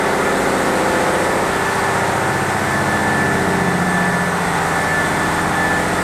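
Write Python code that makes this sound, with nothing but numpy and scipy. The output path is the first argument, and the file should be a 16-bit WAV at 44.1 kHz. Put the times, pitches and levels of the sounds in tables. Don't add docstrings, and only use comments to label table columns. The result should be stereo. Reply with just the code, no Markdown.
import sys
import numpy as np
from scipy import signal
from scipy.io import wavfile
from scipy.ndimage import uniform_filter1d

SR = 44100
rng = np.random.default_rng(int(sys.argv[2]) if len(sys.argv) > 2 else 0)


def digitize_waveform(pressure):
    field = np.atleast_2d(pressure).T
    bounded = np.clip(field, -1, 1)
    quanta = np.round(bounded * 32767).astype(np.int16)
    wavfile.write(sys.argv[1], SR, quanta)


N = 265904

SOUND_M_S, WALK_M_S = 343, 0.8

CYCLE_HZ, CYLINDERS = 15.085, 6
THIN = 8
# [f/Hz, level/dB]
ORDER_LEVELS = [(30, -65), (75, -46), (105, -41), (200, -43.5), (400, -41), (700, -43.5), (960, -43),
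                (1050, -47), (1200, -46), (1500, -50), (1700, -48.5), (1850, -44), (2100, -51.5),
                (2400, -69)]
ORDER_SPREAD_DB = 1.6
FIRING_DB, FIRING_TOP_HZ = 6, 675
# [order index, level/dB]
RINGING_ORDERS = [(3, -47), (4, -55), (8, -46.5), (9, -41), (10, -36.5), (11, -37.5), (14, -37),
                  (15, -47.5), (17, -54), (18, -39), (19, -43), (20, -45.5), (21, -40), (22, -34.5),
                  (23, -47.5), (24, -38), (25, -50), (26, -34.5), (28, -39.5), (33, -40.5), (34, -38),
                  (35, -47), (37, -52), (39, -38), (45, -35), (46, -39), (48, -43.5), (49, -37.5),
                  (51, -41.5), (52, -40.5), (53, -50), (55, -39), (57, -40.5), (60, -39), (63, -40),
                  (71, -42.5), (75, -40), (82, -45.5), (85, -41), (94, -39.5), (98, -44.5)]
# [t/s, order index, level/dB]
ORDER_CRESTS = [(0.0, 26, -31), (0.6, 26, -36), (1.9, 26, -35), (0.0, 45, -32), (0.25, 34, -32.5),
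                (0.45, 13, -37.5), (0.45, 27, -34.5), (0.5, 18, -30), (0.5, 24, -36.5), (0.75, 32, -35),
                (3.45, 32, -36), (4.95, 32, -36), (0.15, 40, -36), (0.3, 46, -35), (3.45, 46, -35),
                (0.75, 50, -36), (3.0, 51, -35), (0.75, 52, -35), (0.45, 54, -34), (0.75, 55, -35),
                (4.65, 56, -36), (2.55, 57, -35), (0.75, 60, -35), (0.15, 63, -35), (5.25, 63, -35),
                (4.05, 64, -36), (1.65, 39, -36), (0.1, 36, -33), (0.8, 63, -34), (0.9, 20, -42),
                (0.45, 36, -37), (0.78, 34, -31), (0.8, 36, -34), (1.15, 36, -41), (1.15, 34, -27.5),
                (0.7, 16, -34), (1.0, 44, -34), (0.95, 57, -29), (1.05, 49, -30.5), (1.1, 24, -32.5),
                (1.2, 56, -32), (1.25, 38, -33.5), (1.55, 26, -31), (1.65, 60, -32), (1.85, 57, -29),
                (1.9, 30, -34.5), (2.0, 36, -34), (2.0, 49, -32), (2.05, 52, -36), (1.4, 45, -40),
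                (1.5, 51, -31), (2.0, 61, -31), (2.0, 63, -31), (2.4, 59, -33), (2.1, 39, -34),
                (2.15, 8, -32.5), (2.3, 51, -28.5), (2.6, 7, -35.5), (2.65, 24, -33.5), (2.8, 45, -33.5),
                (2.8, 58, -33), (3.0, 13, -35), (3.23, 18, -33), (3.0, 21, -31), (3.15, 14, -28),
                (3.15, 55, -31), (3.2, 9, -36), (3.5, 26, -27.5), (3.6, 52, -31), (3.8, 12, -24),
                (4.3, 12, -32), (4.3, 64, -35), (4.8, 39, -33.5), (5.7, 18, -34), (4.2, 27, -32.5),
                (4.45, 11, -32), (4.4, 52, -34), (4.6, 57, -29.5), (4.7, 52, -28), (5.15, 46, -34),
                (5.3, 57, -28.5), (5.35, 56, -33), (5.65, 14, -34), (5.65, 21, -31.5), (5.65, 54, -31.5),
                (6.0, 12, -32), (0.15, 28, -33), (0.15, 57, -34), (0.19, 52, -33.5), (0.34, 37, -36),
                (0.47, 30, -39), (0.8, 21, -33), (0.98, 46, -33), (1.22, 64, -38), (1.34, 55, -33),
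                (1.36, 63, -31), (1.7, 12, -37.5), (1.94, 53, -31), (2.15, 60, -32), (2.2, 12, -44),
                (2.65, 50, -31.5), (2.69, 56, -39), (3.0, 39, -34), (3.02, 52, -31), (3.05, 64, -34),
                (3.18, 34, -35), (3.36, 57, -32), (3.73, 34, -41), (3.75, 16, -34.5), (3.7, 11, -32),
                (5.3, 11, -33), (0.2, 13, -35.5), (1.05, 13, -38.5), (2.3, 13, -38), (0.6, 9, -39),
                (3.3, 20, -37.5), (4.6, 20, -39), (5.6, 20, -41), (0.1, 27, -34), (1.2, 27, -40),
                (1.0, 5, -43), (5.6, 5, -42), (2.0, 6, -40), (2.9, 6, -40), (1.8, 15, -38),
                (0.1, 24, -33.5), (3.0, 30, -36), (1.6, 29, -39), (4.8, 18, -38.5), (4.5, 96, -34),
                (5.4, 96, -34), (1.05, 85, -33), (2.2, 85, -32), (4.03, 54, -32), (4.14, 47, -31.5),
                (4.18, 49, -42), (4.33, 29, -38), (4.76, 43, -41), (4.88, 49, -31), (5.41, 27, -38),
                (5.5, 52, -32), (5.6, 60, -32), (5.72, 33, -34), (5.73, 55, -34), (5.93, 40, -37),
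                (5.94, 52, -41)]
CREST_WAVES, CREST_MOST_S = 0.29, 0.4
# [t/s, order index, depth/dB]
ORDER_TROUGHS = [(.3, 7, -9), (5.7, 8, -20), (1.5, 9, -12), (4.95, 9, -8), (3.8, 10, -15), (1.7, 11, -9),
                 (2.4, 11, -8), (.15, 12, -5), (2.86, 12, -9), (4.95, 12, -10), (0.72, 14, -7),
                 (4.4, 14, -9), (3.3, 15, -10), (2, 16, -7), (3.34, 16, -8), (2.14, 18, -12),
                 (1.4, 19, -10), (3.5, 19, -9), (1.6, 21, -7), (4.2, 21, -8), (4.7, 22, -10), (1.7, 24, -9),
                 (3.45, 24, -6), (3.97, 26, -8), (4.1, 30, -16), (5.4, 30, -9), (4.0, 34, -9),
                 (5.25, 34, -18), (3.45, 34, -7), (5.85, 36, -12), (.3, 39, -7), (.7, 45, -9),
                 (2.25, 45, -8), (4.65, 45, -10), (5.25, 45, -12), (4.95, 51, -12), (5.5, 55, -15),
                 (2.25, 63, -11)]
TROUGH_SHARE = 0.47
# [t/s, level/dB]
HUM_LEVELS = [(0, -58), (1.5, -55), (2.3, -33.5), (3.8, -31.5), (5, -42), (6.03, -46)]
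HUM_ORDER, HUM_BEAT_HZ, HUM_IN_STEP_S = 9, 2.2, 3.25

KNOCK_HZ, KNOCK_WIDTH_HZ, KNOCK_T60_S = 834, 263, 0.046
KNOCK_DB, KNOCK_SPREAD_DB = -34.5, 5

# [t/s, pitch f/Hz, core level/dB]
TURBO_TRACK = [(0, 8200, -47), (.15, 8180, -49), (.5, 8165, -43.5), (.9, 8160, -44), (1.2, 8175, -41),
               (1.6, 8185, -48), (1.95, 8190, -45), (2.45, 8215, -47), (2.9, 8205, -48), (3.5, 8240, -46),
               (4.0, 8260, -45.5), (4.5, 8265, -44), (4.95, 8225, -47), (5.1, 8225, -42.5),
               (5.6, 8205, -46), (6.03, 8190, -41)]

WHINE_HZ = 1747.8
# [t/s, tone level/dB, octave level/dB]
WHINE_LEVELS = [(0, -35, -50), (2.4, -36.5, -50), (3.5, -32, -55), (4.5, -39, -55), (6.03, -35, -57)]
# [t/s, bell width/s, level/dB]
TONE_CRESTS = [(.28, 0.025, -30), (.95, 0.081, -30), (1.3, 0.07, -31), (1.68, 0.064, -27.5),
               (1.88, 0.05, -27), (2.37, 0.064, -28.5), (2.74, 0.043, -24.5), (2.93, 0.068, -26.5),
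               (3.22, 0.13, -22), (3.66, 0.06, -26.5), (3.97, 0.12, -23.5), (4.2, 0.12, -28.5),
               (4.75, 0.093, -26.5), (4.98, 0.079, -20.5), (5.24, 0.07, -26), (5.43, 0.06, -28.5),
               (5.61, 0.045, -24.5), (5.72, 0.075, -23), (6.03, 0.053, -27)]
# [t/s, bell width/s, level/dB]
OCTAVE_SWELLS = [(2.98, .05, -42), (3.67, 0.04, -43), (3.92, 0.14, -46), (4.5, 0.13, -44), (5.06, .06, -40),
                 (5.24, .04, -43), (5.4, .04, -41.5), (5.6, 0.073, -42), (5.97, 0.037, -43)]

# [f/Hz, relative level/dB]
ROAR_SHAPE = [(20, -71), (50, -54), (100, -61), (180, -53), (300, -55), (640, -57), (720, -53), (870, -52),
              (960, -53.5), (1280, -51.5), (1500, -50), (1620, -55), (2050, -56), (2400, -72.5)]
ROAR_FOLLOWS = 0.4
ROAR_SHELTER = 0.6
# [f/Hz, relative level/dB]
HISS_SHAPE = [(1290, -16), (2200, -1.5), (2700, -7.5), (3200, -10), (3620, -9), (5020, -13.5),
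              (6630, -13.5), (8330, -11), (8900, -13.5), (13900, -25.5), (15500, -40)]

# [t/s, hiss level/dB, bass gain/dB, low-middle gain/dB]
WALK_LEVELS = [(0, -30, -3.5, 0.5), (.5, -28.5, -4.5, 0), (1, -28.5, -2.5, 2), (1.4, -29.5, -1, 1.5),
               (1.8, -29, -2, -2), (2.3, -30, 0, 0.5), (2.8, -30, 2, -3.5), (3.5, -30.5, 3.5, 0),
               (3.9, -31.5, -0.5, 0), (4.3, -31, -3, -3.5), (4.7, -29.5, -1.5, -2.5), (5.2, -29.5, 1, -0.5),
               (5.6, -30, 0, -3), (6.03, -29.5, 1, 1)]
# [t/s, gain/dB]
RUMBLE_GAIN = [(0, 3), (1.4, -1), (2.3, -6), (3, -7), (4.3, -2), (6.03, 2)]

EDGE_HZ = 15660


def engine(echo_hz=800, smear_cycles=.75, surge_cycles=.002):
    slow = np.arange(0, N / SR + .02, .01)
    t = np.arange(N // THIN + 1) * THIN / SR
    out = np.zeros(len(t))
    cycles = CYCLE_HZ * t + surge_cycles * wander(t, top_hz=4)
    firing_phase = rng.random(CYLINDERS)
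    for k in range(2, 160):
        field = order_field(k, slow, echo_hz)
        phase = k * cycles + firing_phase[k % CYLINDERS] + smear_cycles * rng.random()
        out += (np.interp(t, slow, field) * np.exp(2j * np.pi * phase)).real
    return np.sqrt(2) * signal.resample_poly(out, THIN, 1)[:N]


def order_field(k, t, echo_hz):
    hz = k * CYCLE_HZ
    echo = hz ** 2 / (hz ** 2 + echo_hz ** 2)
    field = gain_of(order_db(k) + shelter_db(hz, t)) * direct_and_echo(hz, t, echo)

    wave_s = SOUND_M_S / hz / WALK_M_S
    width = min(CREST_WAVES * wave_s, CREST_MOST_S)
    crests = [(s, width, db) for s, order, db in ORDER_CRESTS if order == k]
    field = joined(field, swells(crests, t))
    for s, order, depth_db in ORDER_TROUGHS:
        if order == k:
            field = field * gain_of(depth_db * bell(t, s, width * TROUGH_SHARE))

    if k == HUM_ORDER:
        beat = np.exp(2j * np.pi * HUM_BEAT_HZ * (t - HUM_IN_STEP_S))
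        field = field + gain_of(follow(HUM_LEVELS, t)[0]) * beat
    return field


def order_db(k):
    hz = k * CYCLE_HZ
    usual = read(ORDER_LEVELS, hz) + ORDER_SPREAD_DB * rng.standard_normal()
    firing = FIRING_DB / (1 + (hz / FIRING_TOP_HZ) ** 4) * (k % CYLINDERS == 0)
    return {order: db for order, db in RINGING_ORDERS}.get(k, usual + firing)


def knock():
    firings = np.arange(N) / SR * CYCLE_HZ * CYLINDERS
    strength = gain_of(KNOCK_SPREAD_DB * rng.standard_normal(CYLINDERS))
    cylinder = firings.astype(int) % CYLINDERS
    blows = np.diff(np.floor(firings), prepend=0) * strength[cylinder]
    decay = gain_of(-60 / KNOCK_T60_S / SR)
    rattle = signal.lfilter([1], [1, -decay], blows) * rng.standard_normal(N)
    edges = KNOCK_HZ + KNOCK_WIDTH_HZ * np.array([-.5, .5])
    block = signal.sosfilt(signal.butter(2, edges, "band", fs=SR, output="sos"), rattle)
    hiss_db = follow(WALK_LEVELS, np.arange(N) / SR)[0]
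    return gain_of(KNOCK_DB + hiss_db - hiss_db.mean()) * evened(block)


def turbo(core_hz=40.0, skirt_hz=200.0, skirt_db=-2.5, puff=.15, puff_s=1.3, wobble_hz=12.0):
    t = np.arange(N) / SR
    slow = t[::256]
    hz, db = follow(TURBO_TRACK, t)
    hz = hz + wobble_hz * np.interp(t, slow, wander(slow, top_hz=15))
    out = 0
    # offset/Hz, bandwidth of each of two equal poles/Hz, level relative to the core/dB
    for shift, width, part_db in [(1, core_hz, 0), (-60, skirt_hz, skirt_db)]:
        r = np.exp(-np.pi * width / SR)
        grain = rng.standard_normal(N) + 1j * rng.standard_normal(N)
        flutter = signal.lfilter([1], np.poly([r, r]), grain)
        carrier = np.exp(2j * np.pi * np.cumsum(hz + shift) / SR)
        out = out + gain_of(part_db) * evened((flutter * carrier).real)
    puffs = 1 + puff * np.cos(2 * np.pi * CYCLE_HZ * (t - puff_s))
    return gain_of(db) * out * puffs


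def whine(sway_cycles=0.23, echo=0.62, rough=0.07):
    t, out = np.arange(N) / SR, 0
    slow = t[::256]
    turns = WHINE_HZ * t + sway_cycles * np.interp(t, slow, wander(slow, top_hz=6))
    levels = follow(WHINE_LEVELS, slow)
    for k, db, crests in zip((1, 2), levels, (TONE_CRESTS, OCTAVE_SWELLS)):
        faint = gain_of(db) * direct_and_echo(k * WHINE_HZ, slow, echo)
        field = np.interp(t, slow, joined(faint, swells(crests, slow)))
        teeth = patches(2, len(slow), 1, 3)
        field = field * (1 + rough * np.interp(t, slow, teeth[0] + 1j * teeth[1]))
        out = out + (field * np.exp(2j * np.pi * k * turns)).real
    return np.sqrt(2) * out


def roar(patchy_db=1.15, gain_db=12):
    hz, t = np.fft.rfftfreq(2048, 1 / SR), np.arange(N // 512 + 5) * 512 / SR
    hiss_db = follow(WALK_LEVELS, t)[0]
    walk_db = ROAR_FOLLOWS * (hiss_db - hiss_db.mean())
    top_db = -np.maximum(hz - ROAR_SHAPE[-1][0], 0) / 10
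    drift = patches(len(hz), len(t), 6, 25)
    db = (read(ROAR_SHAPE, hz) + top_db)[:, None] + walk_db + patchy_db * drift
    shelter = ROAR_SHELTER * shelter_db(hz[:, None], t)
    return gain_of(gain_db) * noise(db + shelter, size=2048)


def hiss(patchy_db=0.77, flicker_db=0.28):
    hz, t = np.fft.rfftfreq(512, 1 / SR), np.arange(N // 128 + 5) * 128 / SR
    foot_db = np.minimum(hz - HISS_SHAPE[0][0], 0) / 10
    drift = patches(len(hz), len(t), 8, 20)
    flicker = patches(1, len(t), 1, 8)
    shape_db = (read(HISS_SHAPE, hz) + foot_db)[:, None]
    air = noise(shape_db + patchy_db * drift + flicker_db * flicker, size=512)
    return evened(air) * gain_of(follow(WALK_LEVELS, np.arange(N) / SR)[0])


def shelter_db(hz, t):
    bass_db, middle_db = follow(WALK_LEVELS, t)[1:]
    deep = 1 / (1 + (hz / 60) ** 4)
    bass = bell(np.log(hz / 90 + 1e-9), 0, 0.54)
    middle = bell(np.log(hz / 350 + 1e-9), 0, 0.4)
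    return deep * follow(RUMBLE_GAIN, t)[0] + bass * bass_db + middle * middle_db


def scattered(hz, t):
    side, phase = rng.random((2, 16, 1))
    shift_hz = hz * WALK_M_S / SOUND_M_S * np.cos(np.pi * side)
    return np.exp(2j * np.pi * (shift_hz * t + phase)).sum(0) / 4


def direct_and_echo(hz, t, echo):
    return np.sqrt(1 - echo) + np.sqrt(echo) * scattered(hz, t)


def joined(field, crest):
    return np.hypot(abs(field), crest) * np.exp(1j * np.angle(field + crest))


def swells(rows, t):
    return sum(gain_of(db) * bell(t, s, width) for s, width, db in rows)


def bell(x, centre, width):
    return np.exp(-.5 * ((x - centre) / width) ** 2)


def noise(db, size):
    a, b = rng.standard_normal((db.shape[1], db.shape[0], 2)).T
    spectra = (a + 1j * b) * gain_of(db)
    return signal.istft(spectra, nperseg=size, noverlap=size - size // 4)[1][:N]


def patches(bins, frames, wide, long):
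    field = rng.standard_normal((frames, bins)).T
    return evened(uniform_filter1d(uniform_filter1d(field, wide, 0), long, 1))


def wander(t, top_hz):
    rates = np.geomspace(.3, top_hz, 20)
    return evened(sum(np.sin(2 * np.pi * (f * t + rng.random())) / np.sqrt(f) for f in rates))


def gain_of(db):
    return 10 ** (np.asarray(db) / 20)


def evened(x):
    return x / np.sqrt(np.mean(abs(x) ** 2) + 1e-20)


def read(points, hz):
    f, value = np.transpose(points)
    return np.interp(np.log(hz + 1), np.log(f + 1), value)


def follow(rows, t):
    s, *columns = np.transpose(rows)
    return [np.interp(t, s, c) for c in columns]


def scene():
    mono = engine() + knock() + turbo() + whine() + roar() + hiss()
    return np.array([mono, mono])


def record(dry):
    lowpass = signal.firwin(511, EDGE_HZ, window=("kaiser", 9), fs=SR)
    return signal.oaconvolve(dry, lowpass[None], "same")


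dry = scene()
out = record(dry)
digitize_waveform(out)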